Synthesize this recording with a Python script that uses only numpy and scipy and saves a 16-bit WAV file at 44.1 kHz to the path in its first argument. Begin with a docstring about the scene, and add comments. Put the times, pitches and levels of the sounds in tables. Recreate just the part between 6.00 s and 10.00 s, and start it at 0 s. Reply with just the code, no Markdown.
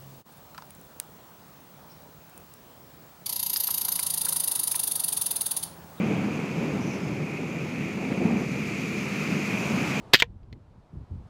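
"""Gusty wind buffets a microphone high above a wide river, hardest a little after two seconds.
Up close, eddies rumble, flutter and thump on the microphone port, with one faint dull tick.
Far off, water and traffic make an even rush with a breathy whistling band in it; the rush swells
and brightens in the second half. A thin hissing whistle sounds once, and a far motor hums faintly."""
import sys
import numpy as np
from scipy import signal
from scipy.fft import rfft, irfft, next_fast_len
from scipy.io import wavfile
from scipy.ndimage import uniform_filter1d, map_coordinates

SR = 44100
rng = np.random.default_rng(int(sys.argv[2]) if len(sys.argv) > 2 else 0)


def file_out(sig):
    """Save sig as 16-bit WAV at sys.argv[1]."""
    # one column per channel
    cols = np.atleast_2d(sig).T
    # limit, then scale
    lim = np.clip(cols, -1, 1)
    pcm = np.round(lim * 32767).astype(np.int16)
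    wavfile.write(sys.argv[1], SR, pcm)


N = 176400

# wind rumble on the microphone: time_s, level_db (before trim)
RUMBLE_LEVELS = [(0.02, -26.5), (0.25, -30.5), (0.42, -33), (0.5, -34), (0.63, -29), (0.97, -34.5),
                 (1.13, -28.5), (1.33, -35.5), (1.75, -33), (1.85, -32), (2.1, -31.5), (2.28, -27.5),
                 (2.45, -31.5), (2.7, -33), (2.92, -31.5), (3.1, -34.5), (3.32, -28.5), (3.5, -31),
                 (3.66, -33), (3.77, -27), (3.85, -31), (4, -31.5)]
# brighter flutter in the gusts: time_s, level_db
FLUTTER_LEVELS = [(0, -38), (.15, -34), (.5, -41.5), (.66, -33), (.85, -34.5), (1.0, -38), (1.2, -38),
                  (1.45, -39), (1.85, -39), (2.1, -34.5), (2.25, -30.5), (2.4, -32.5), (2.47, -40.5),
                  (2.54, -38.5), (3.05, -41), (3.35, -48), (3.55, -36), (4, -46)]
# hardest thumps on the port: time_s, peak_db, pitch_hz, half_length_s
BUFFETS = [(0.116, -17, 190, 0.009), (0.247, -19.5, 209, 0.0064), (0.39, -22, 217, .008),
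           (1.812, -22, 188, .005), (2.222, -22, 240, .005), (2.257, -14, 211, 0.0062),
           (2.335, -17, 230, 0.0053), (2.37, -19, 205, 0.0098), (3.756, -25, 185, 0.009)]
# spectra of the close sounds: frequency_hz, relative_db
RUMBLE_COLOUR = [(25, -50), (40, -43), (70, -19), (105, -9), (150, 1), (220, -0.5), (300, -5.5),
                 (450, -13.5), (800, -31.5), (2000, -75)]
FLUTTER_COLOUR = [(120, -27), (250, 2.5), (400, 1), (600, -7.5), (900, -10.5), (1400, -20.5), (2500, -25.5),
                  (6000, -69)]
TICK_COLOUR = [(300, -12), (900, 4), (1600, 2), (2100, -4), (3500, -35)]

# distant rush and its treble hiss: time_s, level_db (before trim)
RUSH_LEVELS = [(0, -41.5), (.7, -42), (1.2, -43.5), (1.9, -41), (2.3, -41), (2.7, -40), (3.2, -36),
               (3.6, -37), (4, -33.5)]
HISS_LEVELS = [(0, -61.5), (.7, -60), (1.15, -62.5), (1.8, -61), (2.25, -61), (2.55, -57.5), (3.2, -54),
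               (4, -51.5)]
# distant midrange roar, fading away and returning near the end: time_s, level_db
ROAR_LEVELS = [(0, -40), (2.6, -67.5), (3.1, -48.5), (3.5, -42), (3.75, -37.5), (4, -38)]
# spectra of the water and traffic: frequency_hz, relative_db
RUSH_COLOUR = [(100, -49), (400, -7.5), (800, -16), (1100, -10), (1330, -7), (1600, -13), (1950, -7),
               (2250, -1), (2480, -0.5), (2750, -6.5), (3050, -15.5), (3700, -21.5), (8000, -44)]
HISS_COLOUR = [(1500, -20), (3200, -3), (4000, -2), (4700, 1.5), (5500, -1.5), (6400, 2), (7100, -1),
               (8200, -10), (10000, -11), (12300, -14.5), (13500, -13), (14300, -15), (15200, -31),
               (16000, -27)]
ROAR_COLOUR = [(150, -36), (450, 8), (750, 8), (1050, 5.5), (1300, 2.5), (1600, 2.5), (2000, -12),
               (3200, -3), (4500, -40), (12000, -34)]
# whistling band in the rush: time_s, pitch_hz, level_db
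SINGING_BAND = [(0, 2450, -50.5), (1.15, 2448, -56.5), (1.55, 2447, -48.5), (2.2, 2450, -51.5),
                (2.7, 2440, -42), (3.2, 2430, -43.5), (3.55, 2490, -38), (3.75, 2540, -45.5),
                (4, 2470, -38.5)]
# two steps of the thin whistle: start_s, length_s, pitch_hz, half_width_hz, level_db
WHISTLE_STEPS = [(0.802, 0.15, 5980, 400, -54.5), (0.897, 0.17, 5290, 75, -59)]
# far motor hum: time_s, level_db
MOTOR_LEVELS = [(0, -39), (1.5, -46.5), (2.8, -39), (3.4, -37), (4, -38)]

RUMBLE_TRIM_DB, RUSH_TRIM_DB, HISS_TRIM_DB = 0.74, 1, 8
TICK_START_S, TICK_DECAY_S, TICK_GAIN_DB = 2.124, 0.0025, -26
WHISTLE_RISE_S, WHISTLE_FALL_S = 0.011, 0.056
MOTOR_HZ, MOTOR_DRIFT_HZ = 203.2, 4.5
BAND_LIMIT_HZ = 15700


def wind():
    """Eddies rumble right on the microphone; stronger gusts add a brighter flutter."""
    eddies = wobble(55)
    rumble = unit(noise(RUMBLE_COLOUR, patchy_db=0.5) * amp(0.68 * eddies))
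    flutter = unit(noise(FLUTTER_COLOUR, patchy_db=1.46) * amp(0.88 * eddies + 0.84 * wobble(110)))
    return amp(curve(RUMBLE_LEVELS) + RUMBLE_TRIM_DB) * rumble + amp(curve(FLUTTER_LEVELS)) * flutter


def buffets():
    """Single strong eddies thump the microphone port for a few cycles."""
    t, out = np.arange(N) / SR, np.zeros(N)
    grit = 0.08 * noise(FLUTTER_COLOUR, patchy_db=-4.5)
    for time_s, peak_db, pitch_hz, half_length_s in BUFFETS:
        thump = np.sin(2 * np.pi * (pitch_hz * (t - time_s) + rng.random()))
        envelope = np.exp(-((t - time_s) / half_length_s) ** 2)
        out += amp(peak_db) * envelope * (thump + grit)
    return out


def tick():
    """A faint dull tick just before the main gust."""
    age = np.maximum(np.arange(N) / SR - TICK_START_S, 0) / TICK_DECAY_S
    envelope = (1 - np.exp(-2 * age)) * np.exp(-age)
    return amp(TICK_GAIN_DB) * envelope * noise(TICK_COLOUR, patchy_db=0)


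def water_and_traffic():
    """River and traffic from a distance: a nasal rush, fine hiss above it and a roar below."""
    rush_db = curve(RUSH_LEVELS) + RUSH_TRIM_DB + 0.4 * wobble(8.65)
    rush = amp(rush_db) * noise(RUSH_COLOUR, patchy_db=1.08)
    hiss_db = curve(HISS_LEVELS) + HISS_TRIM_DB + 0.35 * wobble(18) + 0.68 * wobble(120)
    hiss = amp(hiss_db) * noise(HISS_COLOUR, patchy_db=0.86)
    roar = amp(curve(ROAR_LEVELS)) * noise(ROAR_COLOUR, patchy_db=0.7)
    return rush + hiss + roar


def singing_rush():
    """The distant rush focuses into a breathy whistle that swells and lifts a little near the end."""
    time_s, pitch_hz, level_db = np.transpose(SINGING_BAND)
    gain = amp(curve(np.c_[time_s, level_db]) + 1.2 * wobble(16))
    return gain * narrow_band(curve(np.c_[time_s, pitch_hz]), half_width_hz=130)


def thin_whistle():
    """A brief high hiss steps down to a thinner, purer tail."""
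    t, out = np.arange(N) / SR, np.zeros(N)
    for start_s, length_s, pitch_hz, half_width_hz, level_db in WHISTLE_STEPS:
        rise = np.clip((t - start_s) / WHISTLE_RISE_S, 0, 1)
        fall = np.exp(-np.maximum(t - start_s - length_s, 0) / WHISTLE_FALL_S)
        out += amp(level_db + 1.6 * wobble(60.8)) * rise * fall * narrow_band(pitch_hz, half_width_hz)
    return out


def far_motor():
    """One wavering tone from a far motor, fading in and out on the wind."""
    phase = 2 * np.pi * np.cumsum(MOTOR_HZ + MOTOR_DRIFT_HZ * wobble(20)) / SR
    return amp(curve(MOTOR_LEVELS)) * unit(np.sin(phase) * amp(2.8 * wobble(18)))


def amp(db):
    """Decibels to gain."""
    return 10 ** (np.asarray(db) / 20)


def unit(x):
    """Scale to rms 1."""
    return x / np.sqrt(np.mean(x ** 2) + 1e-20)


def curve(rows):
    """Rows of time_s, value joined into one value per sample."""
    return np.interp(np.arange(N) / SR, *np.transpose(rows))


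def wobble(knots_per_s):
    """A smooth random curve."""
    return map_coordinates(rng.standard_normal(1024), [np.arange(N) * knots_per_s / SR], mode="wrap")


def filtered(x, response):
    """Weight the spectrum of x by the gain response(hz)."""
    size = next_fast_len(N + SR // 2)
    return irfft(rfft(x, size) * response(np.fft.rfftfreq(size, 1 / SR)), size)[:N]


def noise(colour, patchy_db):
    """Coloured noise of rms 1 with patches of random gain across frequency and time."""
    spectra = signal.stft(rng.standard_normal(N), nperseg=512)[2]
    patches = uniform_filter1d(rng.standard_normal(spectra.shape), size=8, axis=0)
    patches = uniform_filter1d(patches, size=14, axis=1)
    patchy = signal.istft(spectra * amp(patchy_db * unit(patches)), nperseg=512)[1][:N]
    points_hz, db = np.transpose(colour)
    return unit(filtered(patchy, lambda hz: amp(np.interp(np.log(hz + 1), np.log(points_hz), db))))


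def narrow_band(centre_hz, half_width_hz):
    """A narrow band of noise of rms 1 around a steady or moving centre."""
    def slow_noise():
        return unit(filtered(rng.standard_normal(N), lambda hz: 1 / (1 + (hz / half_width_hz) ** 2)))
    phase = 2 * np.pi * np.cumsum(centre_hz * np.ones(N)) / SR
    return slow_noise() * np.cos(phase) + slow_noise() * np.sin(phase)


def scene():
    """One microphone above the river: close wind over the distant sounds."""
    close = wind() + buffets() + tick()
    return (close + water_and_traffic() + singing_rush() + thin_whistle() + far_motor())[None]


def record(dry):
    """The recorder keeps nothing above its band limit."""
    return filtered(dry[0], lambda hz: hz < BAND_LIMIT_HZ)[None]


dry = scene()
out = record(dry)
file_out(out)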